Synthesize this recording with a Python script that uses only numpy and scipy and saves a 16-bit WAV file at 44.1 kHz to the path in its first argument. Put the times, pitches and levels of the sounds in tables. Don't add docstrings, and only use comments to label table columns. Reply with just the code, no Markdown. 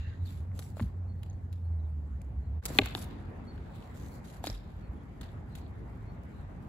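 import sys
import numpy as np
from scipy import signal
from scipy.fft import rfft, irfft, next_fast_len
from scipy.io import wavfile
from scipy.ndimage import uniform_filter1d, map_coordinates

SR = 44100
rng = np.random.default_rng(int(sys.argv[2]) if len(sys.argv) > 2 else 0)


def store_pcm(level_fs):
    pcm = np.round(np.clip(level_fs, -1, 1) * 32767).astype(np.int16)
    wavfile.write(sys.argv[1], SR, np.atleast_2d(pcm).T)


def to_linear_factor(level_db):
    exponent = np.asarray(level_db, float) / 20
    return 10 ** exponent


N = 294588
TIME = np.arange(N) / SR
CHANGE_S = 2.615


def unit(x):
    return x / np.sqrt(np.mean(x ** 2) + 1e-20)


def along(points, hz):
    f, v = np.transpose(points)
    return np.interp(np.log(hz + 1), np.log(f + 1), v)


def curves(rows):
    s, *cols = np.transpose(rows)
    return [np.interp(TIME, s, c) for c in cols]


def wobble(rate):
    return map_coordinates(rng.standard_normal(int(N * rate / SR) + 4), [np.arange(N) * rate / SR])


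def filtered(x, response):
    m = next_fast_len(x.shape[-1] + 8192)
    return irfft(rfft(x, m) * response(np.fft.rfftfreq(m, 1 / SR)), m)[..., :x.shape[-1]]


def narrow(hz, width, samples):
    noise = rng.standard_normal((2, samples))
    return unit(filtered(noise, lambda f: np.exp(-2 * ((f - hz) / width) ** 2)))


# frequency in Hz, left-right likeness.
LIKENESS = [(60, 0.96), (130, 0.95), (290, 0.72), (640, 0.13), (1410, -0.04), (3100, 0.014), (6820, 0.079),
            (15000, 0.63)]


def rush(spectrum, patchy_db):
    z = signal.stft(rng.standard_normal((2, N)), nperseg=512)[2]
    field = uniform_filter1d(rng.standard_normal(z.shape[1:]), 6, 0)
    field = uniform_filter1d(field, 12, 1)
    pair = signal.istft(z * to_linear_factor(patchy_db * unit(field)), nperseg=512)[1][:, :N]

    def mid_and_side(hz):
        angle = np.arccos(np.clip(along(LIKENESS, hz), -1, 1)) / 2
        return to_linear_factor(along(spectrum, hz)) * [np.cos(angle), np.sin(angle)]

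    mid, side = filtered(pair, mid_and_side)
    return unit(np.array([mid + side, mid - side]))


def blank():
    return np.zeros((2, N + SR))


def add(track, s, sound):
    track[:, round(s * SR):][:, :sound.shape[-1]] += sound


def sides(pan_db):
    return to_linear_factor([[pan_db / 2], [-pan_db / 2]])


def ring(t, hz, t60, attack, lag=0):
    return to_linear_factor(-60 * t / t60) * (1 - np.exp(-t / attack)) * np.sin(2 * np.pi * hz * t - lag)


# frequency in Hz, width in Hz, level in dB, 60 dB decay in seconds.
OLD_CLACK = [
    (1790, 480, -60, 0.98),
    (2740, 160, -57.5, 0.38),
    (3660, 180, -69.5, 0.62),
    (6800, 980, -74.5, 0.82),
]


def earlier_clack():
    n = SR // 2
    tail = 0
    for hz, width, db, t60 in OLD_CLACK:
        tail = tail + to_linear_factor(db + 2.5 * wobble(31)[:n]) * narrow(hz, width, n) * to_linear_factor(-60 * TIME[:n] / t60)
    return np.pad(tail, ((0, 0), (0, N - n)))


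# time in seconds, firing rate in Hz, level in dB, beating neighbour in dB relative to it.
ENGINE_RUN = [(0, 76.6, -40, 2), (.13, 87.74, -51.5, -29), (.23, 90.2, -33, -9), (.4, 89.7, -48, -15),
              (.55, 90.5, -42, -17), (.68, 89.9, -46, -26), (.9, 89, -46.5, -14), (1, 89.35, -40, -24),
              (1.5, 88.63, -40.5, -23), (1.65, 84.97, -36, -30.5), (1.98, 74.5, -35.5, -37),
              (2.1, 71.9, -39.5, -0.5), (2.3, 69.25, -46.5, 1.5), (2.43, 71.9, -44.5, 1),
              (2.6, 77.44, -30, -11.5)]
# frequency in Hz, density in dB per Hz.
EXHAUST = [(40, -40.5), (60, 0), (75, 3), (110, -1), (140, -12.5), (250, -57)]
EXHAUST_DB = -47
BEAT_HZ, BEAT_NULL_S = 8.4, 2.212


def engine():
    hz, db, near_db = curves(ENGINE_RUN)
    phase = 2 * np.pi * np.cumsum(hz) / SR + .25 * wobble(10)
    beat = 2 * np.pi * BEAT_HZ * (TIME - BEAT_NULL_S)
    rough = to_linear_factor(1.6 * wobble(14))
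    second_order = to_linear_factor(-22.5) * np.sin(2 * phase)
    neighbour = to_linear_factor(near_db) * np.sin(phase - beat)
    tone = np.sqrt(2) * rough * (np.sin(phase) + second_order - neighbour)
    exhaust = to_linear_factor(EXHAUST_DB) * rush(EXHAUST, patchy_db=3.5)
    return (to_linear_factor(db + 0.22) * tone + exhaust) * (TIME < CHANGE_S) * sides(-1.2)


# time in seconds, tyre wash in dB.
ROAD_STRENGTH = [
    (0, -64),
    (.8, -64),
    (1.6, -66.5),
    (2.2, -64),
    (2.6, -64),
    (2.7, -53),
    (3.3, -57.5),
    (4.7, -60.5),
    (5.7, -59.5),
    (6.68, -59.5),
]
# frequency in Hz, density in dB per Hz.
ROAD_RUMBLE = [(22, -41), (33, -13), (45, 0.5), (90, 2), (130, -3), (190, -6.5), (260, -18.5), (500, -49),
               (2000, -98)]
ROAD_DRONE = [(120, -40.5), (200, -1.5), (250, -1), (330, -7), (450, -11.5), (700, -29), (2000, -94)]
TYRE_WASH = [(150, -32.5), (400, -2.5), (800, 0), (1300, -7.5), (2000, -11), (3000, -22.5), (5000, -31.5),
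             (9000, -41), (16000, -47.5)]
# frequency in Hz, gain in dB.
SCREEN = [(300, 3), (600, 0.5), (1500, -1.5), (2200, -2.5), (4000, -2.5), (6000, -1)]
ROAD_DB, RUMBLE_DB, DRONE_DB = -62.5, -52.5, -58
RUMBLE_FOLLOWS, DRONE_FOLLOWS = 0.49, 0.81


def traffic():
    wash_db, = curves(ROAD_STRENGTH)
    swing_db = wash_db - ROAD_DB
    rumble_db = RUMBLE_DB + RUMBLE_FOLLOWS * swing_db + 5.5 + 0.88 * wobble(4.9)
    rumble = to_linear_factor(rumble_db) * rush(ROAD_RUMBLE, patchy_db=0.8)
    drone_db = DRONE_DB + DRONE_FOLLOWS * swing_db + 1.0 + 0.83 * wobble(8.9)
    drone = to_linear_factor(drone_db) * rush(ROAD_DRONE, patchy_db=2.0)
    wash = rush(TYRE_WASH, patchy_db=1.74)
    screened = filtered(wash, lambda hz: to_linear_factor(along(SCREEN, hz)))
    wash_gain = to_linear_factor(wash_db + 2.0 + 0.37 * wobble(5.3))
    return rumble + drone + wash_gain * np.where(TIME < CHANGE_S, screened, wash)


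# frequency in Hz, density in dB per Hz.
SOLE_HISS = [(1500, -31), (4000, -7.5), (6000, -2), (8000, -2.5), (11500, -0.5), (16000, -5.5)]
GRIT_NOISE = [(500, -16), (1200, -0.5), (2800, -3), (4000, -2), (5000, -9.5), (8000, -41.5)]
# start in seconds, held time in seconds, hiss in dB, grit over hiss in dB,
# fade while held in dB.
SHOE_DRAGS = [(0, 0.17, -86.5, 27.5, 8.5), (.26, 0.13, -64.5, 6, 5.5), (.55, 0.05, -72.5, 1, -11),
              (.62, 0.094, -60.5, -4, 12), (0.777, 0.068, -62.5, 2, 3.5), (1.225, 0.04, -80.5, 10, -2),
              (1.535, .04, -77.5, 10, 6), (2.635, 0.14, -61.5, 2.5, -10), (2.84, 0.061, -58, 13.5, 5),
              (2.955, 0.064, -53.5, -11, -0.5), (3.1, 0.17, -83.5, 23.5, 10),
              (3.402, 0.41, -89, 14.5, -6.5), (3.755, 0.024, -71, 8, 2.5), (3.8, 0.14, -75, 9.5, 3.5),
              (3.95, 0.11, -65, 3.5, 1.5), (4.08, 0.083, -65.5, -8, 0), (4.25, .12, -66.5, 3.5, 1),
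              (4.448, 0.058, -56.5, 5.5, 1.5), (4.55, 0.026, -65.5, 8, 8), (4.6, 0.23, -81.5, 14.5, 7.5),
              (5.235, 0.083, -71, 15, 14.5), (5.565, 0.031, -68, 9, 7.5), (6.28, 0.14, -86.5, 4.5, -2)]
DRAG_RISE_DB_PER_S, DRAG_FALL_DB_PER_S = 749, 299
RUSTLE_DB, RUSTLE_GROWS_DB = -90, 7.5


def shoes():
    hiss_gain = grit_gain = to_linear_factor(RUSTLE_DB + RUSTLE_GROWS_DB * (TIME > CHANGE_S))
    for s, held, db, grit_db, fade_db in SHOE_DRAGS:
        rise = DRAG_RISE_DB_PER_S * np.maximum(s - TIME, 0)
        fade = fade_db * np.clip((TIME - s) / held, 0, 1)
        fall = DRAG_FALL_DB_PER_S * np.maximum(TIME - s - held, 0)
        drag = to_linear_factor(db - rise - fade - fall)
        hiss_gain = np.hypot(hiss_gain, drag)
        grit_gain = np.hypot(grit_gain, to_linear_factor(grit_db) * drag)
    grains = to_linear_factor(2.59 * wobble(320) + 1.5 * wobble(40))
    hiss = to_linear_factor(5.0) * hiss_gain * unit(grains * rush(SOLE_HISS, patchy_db=2.5))
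    grit = to_linear_factor(-2.5) * grit_gain * unit(grains * rush(GRIT_NOISE, patchy_db=-1.0))
    return hiss + grit


# start in seconds, length in seconds, frequency in Hz, width in Hz, level in dB.
RUBS = [(0.25, 0.043, 4050, 360, -64), (0.26, .045, 3700, 500, -62.5), (0.25, .025, 4400, 500, -66),
        (0.198, 0.054, 3900, 300, -74), (.035, 0.075, 1820, 260, -61), (.1, 0.047, 1580, 150, -64),
        (2.96, 0.15, 2600, 3800, -68), (1.242, 0.16, 4400, 300, -82), (4.449, 0.052, 4200, 1000, -52),
        (4.1, 0.12, 4400, 700, -71.5), (5.492, 0.13, 4050, 496, -72), (5.602, 0.1, 4200, 600, -73),
        (6.31, 0.16, 3960, 601, -77)]


def swishes():
    out = blank()
    for s, length, hz, width, db in RUBS:
        u = np.linspace(0, 1, int(length * SR))
        add(out, s, to_linear_factor(db) * np.sin(np.pi * u ** 0.8) * narrow(hz, width, SR // 4)[:, :len(u)])
    return out[:, :N]


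# start
# in seconds, peak in dB, ring in Hz, left over right in dB.
TAP_RINGS = [(0.7698, -41.5, 613, 3), (.796, -40, 880, 4), (0.802, -37.5, 1070, 1), (0.797, -46.5, 3700, 3),
             (0.8034, -41, 1880, 5), (1.2315, -56, 1790, -4.5), (1.31, -62.5, 3900, -3),
             (1.528, -57, 3892, 4), (2.214, -55.5, 2392, -0.5), (2.703, -37, 512, 2),
             (2.795, -33.5, 2390, -8.5), (2.8605, -39.5, 1180, 1), (2.95, -24, 3700, 0),
             (2.9503, -33, 783, 3), (2.9504, -36, 1670, 6), (4.4415, -30, 744, 3), (4.4416, -36, 3580, 1.5),
             (4.472, -41, 1510, -1.5), (4.4705, -27, 3830, -0.5), (4.47, -35.5, 560, 0),
             (4.479, -35, 3920, 0), (4.5, -33, 5400, -12), (4.5503, -50, 3500, 0), (5.159, -59, 1394, 1.5),
             (5.214, -51.5, 1660, -1), (5.211, -50, 3670, 0.5), (5.29, -53, 3500, -2.5),
             (5.5555, -45.5, 3960, 1), (5.586, -57, 2298, 5), (5.665, -58, 3457, -1.5),
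             (.5435, -57, 430, 5), (0.7956, -41, 1450, 3), (.7968, -46, 2350, 11), (0.802, -46, 1390, 2),
             (0.7687, -52, 1300, 5), (0.7694, -56, 3905, 5), (0.827, -50, 4700, 2), (.8285, -50, 3970, 0),
             (1.0475, -54, 580, 5), (2.626, -48, 1550, -5.5), (2.753, -46.5, 986, 4.5),
             (2.664, -38.5, 4460, 0), (2.688, -44.5, 4700, 3), (2.9758, -44, 1040, .5),
             (4.44, -40, 6550, 0), (4.4555, -40, 3700, 1.5), (4.463, -41, 4470, -3.5),
             (4.472, -36, 6340, 5), (4.4765, -31, 5000, 0), (4.5012, -48, 4160, -5),
             (0.517, -55.5, 2000, -6), (.592, -50, 1200, 0), (.592, -42, 4500, 2),
               (.668, -59, 2150, -3.5), (1.2311, -65, 2280, 3), (1.2317, -54.5, 3270, 8),
               (1.3, -47, 6500, -1), (1.309, -60, 6200, 2.5), (1.34, -67, 6200, 1), (1.529, -63, 2270, 2),
               (2.9, -62, 1630, -1), (2.215, -66.5, 4600, 0), (3.579, -49, 1630, -0.5),
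               (3.577, -59, 2900, -0.5), (3.827, -52, 3000, 0.5), (5.2105, -51, 3200, 2),
               (5.212, -52, 6720, -0.5), (5.554, -57, 2060, 2), (5.554, -49, 7590, -1.5),
               (5.615, -58, 4700, 0), (2.703, -49, 1300, 0), (4.4405, -50, 1700, 7),
               (4.4408, -54, 2400, -4), (4.4704, -52.5, 2500, 3.5), (4.475, -45, 1300, 0),
               (2.6545, -33, 9200, 2.5), (.5917, -42, 10650, 0), (.592, -47, 530, 2),
               (.7965, -38.5, 560, 7), (.779, -51, 1200, 2), (2.657, -43.5, 460, -0.5),
               (2.8225, -37, 520, 0), (2.826, -40.5, 850, 1), (4.4985, -41, 580, 4), (4.447, -44, 670, 1),
               (4.4885, -49, 1700, 0), (4.578, -49, 4700, 0), (2.8645, -42, 750, 0), (5.242, -58, 4300, 0),
               (2.9502, -34, 2880, 1), (2.9498, -35, 4400, 0), (2.951, -37.5, 1170, 3),
               (.625, -55, 4400, 0), (.6245, -55, 3800, 0), (.624, -58, 2350, 0), (5.214, -46, 4000, 1),
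               (5.552, -52, 2980, 0), (4.4755, -44, 1800, 0), (4.4985, -50, 1730, 0)]
GRIP_S, TAP_CYCLES = 0.0043, 7.4


def taps():
    out, t = blank(), np.arange(SR // 10) / SR
    for s, db, hz, pan_db in TAP_RINGS:
        lag = np.array([[-1], [1]]) * hz / 4500
        t60 = GRIP_S + TAP_CYCLES / hz
        sound = ring(t, hz, t60, 0.00038, lag)
        sound = sound + 0.19 * ring(t, 0.67 * hz, t60, 0.00046, lag)
        sound = sound + 0.17 * ring(t, 1.1 * hz, 0.29 * t60, 0.000068, lag)
        add(out, s, to_linear_factor(db + 6.5) * sound * sides(pan_db))
    return out[:, :N]


# start in seconds, peak in dB, dull part in dB, length in seconds,
# left over right in dB.
FLAT_SLAPS = [(0.624, -59, 6, 0.0037, 2), (0.8, -60, 8, 0.0089, -4), (1.262, -66, 0, 0.0044, 0),
              (0.592, -38.5, -7.5, 0.0085, 1), (0.768, -54, -9, 0.0025, 3), (0.825, -55.5, 2, 0.004, -2),
              (1.232, -51, 0.5, 0.006, 0.5), (1.528, -52.5, -5, 0.0064, 2), (2.217, -51.5, -7.5, 0.0045, 0),
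              (2.6545, -22, -14.5, 0.0022, 2), (2.658, -24.5, -11.5, 0.0079, -2),
              (2.8581, -36, -6, 0.0056, -0.5), (2.95, -40, 3, 0.0027, 1), (3.579, -70, 9.5, 0.0031, -3.5),
              (3.824, -66.5, 10, 0.0043, 0.5), (4.245, -64, -6, .004, 0), (2.847, -48, -6, .003, 1),
              (4.4405, -37, -14.5, .003, -1.5), (4.463, -37, -17, 0.0026, -8),
              (4.4702, -35.5, -1, 0.0047, 4.5), (5.212, -44.5, -3, 0.0076, 0),
              (5.553, -43, -5.5, 0.0086, 1), (5.58, -57.5, -2, 0.016, 0), (6.235, -59, -10, 0.0034, -0.5)]


def slaps():
    out, t = blank(), np.arange(SR // 20) / SR
    for s, db, dull_db, length, pan_db in FLAT_SLAPS:
        noise = rng.standard_normal((2, 3, len(t)))
        shared = noise[:, :1]
        air = 1.4 * noise[:, 1:] + shared - .9 * signal.hilbert(shared).imag * [[1], [-1]]
        knots = t[::60]
        spurts = to_linear_factor(2.4 * np.interp(t, knots, rng.standard_normal(len(knots))))
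        shape = spurts * np.exp(-(t / length) ** 3) + 1.8 * np.exp(-t / 0.00054) + 0.049 * np.exp(-t / .015)
        lumps_db = rng.normal(0, 1.0, size=24)
        cup = lambda hz: to_linear_factor(np.interp(hz, np.linspace(0, 16000, len(lumps_db)), lumps_db))
        bright = unit(filtered(air[0], lambda hz: cup(hz) * to_linear_factor(along(SOLE_HISS, hz)) * (hz / 9000) ** 0.28))
        dull = unit(filtered(air[1], lambda hz: cup(hz) * to_linear_factor(along(GRIT_NOISE, hz))))
        add(out, s, to_linear_factor(db - 7.0) * shape * (bright + to_linear_factor(dull_db) * dull) * sides(pan_db))
    return out[:, :N]


# start in seconds, peak in dB, frequency in Hz, 60 dB decay in seconds.
HEAVY_THUDS = [(.811, -20, 223, 0.063), (.823, -17, 98, 0.093), (0.8368, -24, 175, 0.065),
               (2.7036, -25, 300, 0.027), (2.756, -28, 290, 0.042), (2.815, -23.5, 255, 0.064),
               (4.472, -31, 300, .06), (4.45, -35, 270, .05), (0.846, -27.5, 58.7, 0.31),
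               (.862, -19.5, 90, 0.047), (2.79, -10.5, 280, 0.033), (2.806, -24, 101.5, 0.2),
               (2.83, -22.5, 61, 0.2), (2.9519, -29, 330, 0.03), (4.495, -21.5, 91, 0.056),
               (4.508, -29.5, 46, 0.44), (4.89, -26.5, 64.5, 0.2)]


def thuds():
    out, t = blank(), np.arange(SR // 2) / SR
    for s, db, hz, t60 in HEAVY_THUDS:
        add(out, s, to_linear_factor(db - 4.0) * ring(t, hz, t60, 0.29 / hz)[None])
    return out[:, :N]


# start in seconds, length in seconds, first pitch in Hz, last pitch in Hz, level in dB.
WHISTLES = [(1.076, 0.059, 4300, 4310, -73), (1.14, 0.085, 4300, 4350, -86), (1.698, .07, 4220, 4210, -85),
            (1.527, 0.022, 10000, 9700, -79), (1.645, 0.02, 10030, 9900, -76),
            (1.634, 0.054, 4180, 4250, -79.5), (1.761, 0.018, 10040, 9820, -76),
            (1.788, 0.032, 4080, 3675, -79), (1.845, 0.03, 4030, 3408, -78), (1.89, 0.022, 9950, 9800, -75),
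            (1.995, 0.023, 9800, 9800, -82), (2.108, .018, 9800, 9700, -79),
            (2.421, 0.076, 4170, 4180, -80), (3.469, 0.053, 4410, 4400, -61),
            (4.82, 0.057, 4300, 4390, -74.5), (4.965, 0.015, 3500, 3250, -73),
            (5.003, 0.011, 3400, 3250, -76), (5.017, 0.013, 3470, 3300, -75.5),
            (6.07, 0.052, 4330, 4400, -73), (3.55, 0.016, 4390, 4400, -70)]
CLEAR_DB, BLURS_DB = -66, 9


def birds():
    out = blank()
    for s, length, from_hz, to_hz, db in WHISTLES:
        u = np.linspace(0, 1, int(length * SR))
        phase = 2 * np.pi * np.cumsum(from_hz + (to_hz - from_hz) * u) / SR
        phase = phase + .4 * np.sin(75 * 2 * np.pi * u * length)
        phase = phase + np.clip((CLEAR_DB - db) / BLURS_DB, 0, 3) * wobble(120)[:len(u)]
        swell = np.sin(np.pi * u) ** 0.61
        flutter = to_linear_factor(2.5 * np.sin(38 * 2 * np.pi * u * length + rng.uniform(0, 6)))
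        add(out, s, to_linear_factor(db + 1.0) * swell * flutter * np.sin(phase + np.array([[0], [1.3]])))
    return out[:, :N]


# delay in ms, frequency in Hz,
# width in ms, left level in dB, right level in dB.
CRACK_PATHS = [(0, 2800, .2, 1, -30), (.5, 3570, .65, -19, -11), (1.91, 2450, .5, -19, -7),
               (1.4, 1670, 1.1, -16, -19), (-.25, 7000, .2, -21, -24), (-.25, 11500, .15, -19, -21),
               (1.4, 4200, 1, -23, -17.5), (3.4, 3300, .6, -32, -29), (1.5, 7000, .6, -38, -35),
               (.3, 5700, .4, -28, -30), (1.5, 4850, .8, -33, -33), (-.2, 15200, .3, -26, -28),
               (3.6, 2500, .9, -29, -22)]
# frequency in Hz, level in dB, 60 dB decay in seconds.
STICK_MODES = [(399.7, -18.5, 0.063), (621, -23.5, 0.0556), (787, -15, 0.031), (1150, -22.5, 0.03),
               (1660, -30, 0.03), (2080, -25.5, 0.027), (2500, -25.5, 0.02), (2933, -40, .02),
               (3600, -32.5, 0.013), (4170, -30.5, 0.012)]
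CLACK_S = 2.7876


def clack():
    out, t = blank(), np.arange(SR // 10) / SR
    ms = 1000 * t - 2
    for delay, hz, width, left_db, right_db in CRACK_PATHS:
        swell = np.exp(-.5 * ((ms - delay) / width) ** 2)
        pulse = swell * np.sin(2 * np.pi * hz * (ms - delay) / 1000 - [[0], [1.4]])
        add(out, CLACK_S - .002, pulse * to_linear_factor([[left_db], [right_db]]))
    for hz, db, t60 in STICK_MODES:
        lag = np.array([[-1], [1]]) * hz / 4000
        add(out, CLACK_S, to_linear_factor(db) * ring(t, hz, t60, 1.5 / hz, lag) * sides(2.4))
    return out[:, :N]


# frequency in Hz, 60 dB decay in seconds.
YARD_DECAY = [(200, 0.39), (1000, 0.49), (4000, 0.56), (10000, .15)]
# delay in seconds, level in dB.
WALL_ECHOES = [
    (.0088, -30),
    (.0275, -22),
    (0.031, -17),
    (.0355, -27),
    (.047, -30),
    (.072, -30),
]
GATHERS_S = .042


def court(x):
    hz, t, z = signal.stft(rng.standard_normal((2, SR)), SR, nperseg=256)
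    tail = signal.istft(z * to_linear_factor(-60 * t / along(YARD_DECAY, hz)[:, None]), SR, nperseg=256)[1]
    n = tail.shape[1]
    gather = 1 - np.exp(-(np.arange(n) / SR / GATHERS_S) ** 2)
    tail = tail * to_linear_factor(2.5 * wobble(220)[:n]) * gather
    answer = to_linear_factor(-25.5) * np.pad(tail / np.linalg.norm(tail[0]), ((0, 0), (150, 0)))
    for delay, db in WALL_ECHOES:
        smear = rng.standard_normal((2, 60)) * np.exp(-np.arange(60) / 5)
        add(answer, delay, to_linear_factor(db) * smear / np.linalg.norm(smear, axis=1)[:, None])
    far = filtered(x, lambda hz: 1 / (1 + 1j * hz / 9000))
    return signal.fftconvolve(far, answer, axes=1)[:, :N]


# frequency in Hz, gain in dB.
PORT_RESPONSE = [(20, 2), (4700, 0), (5500, -3), (7000, 0.5), (8000, 0), (8600, -7), (9400, -14.5),
                 (10000, -2.5), (12600, -3), (13400, -17.5), (14100, -16.5), (14700, -1), (15700, -5),
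                 (16500, -45)]


def ports(x):
    return filtered(x, lambda hz: to_linear_factor(along(PORT_RESPONSE, hz)))


def squelch(x, under_db, quiet_db):
    hz, _, z = signal.stft(x, SR, nperseg=1024)
    power = np.mean(np.abs(z[:, :512]) ** 2, 0)
    power = power.reshape(64, 8, -1).mean(1)
    power = uniform_filter1d(power, size=3, axis=1)
    faint = power < to_linear_factor(2 * under_db) * np.median(power[15:38], 0)
    top = power[38:]
    faint[38:] |= top < to_linear_factor(2 * quiet_db + 5 * rng.standard_normal(top.shape))
    keep = np.repeat(~faint, 8, 0) | (hz[:512, None] < 4500)
    return signal.istft(z * np.pad(keep, ((0, 1), (0, 0))), SR, nperseg=1024)[1][:, :N]


def scene():
    crack = clack()
    blows = taps() + slaps()
    song = birds()
    after = TIME - CLACK_S
    duck = to_linear_factor(-6.5 * np.exp(-np.abs(after) / 0.063) * (after > .004))
    echoes = court(crack + 1.41 * blows + 1.2 * song)
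    steady = echoes + song + shoes() + swishes() + traffic() + engine() + earlier_clack()
    close = ports(crack + blows + thuds())
    return close + squelch(ports(duck * steady), under_db=-4.5, quiet_db=-108)


def low_pass(x):
    return signal.sosfilt(signal.butter(12, 17020, fs=SR, output="sos"), x)


def record(dry):
    past = TIME - CHANGE_S
    dip = np.clip(np.maximum(-past / 0.038, past / 0.023), .02, 1)
    return low_pass(dry * dip)


dry = scene()
out = record(dry)
store_pcm(out)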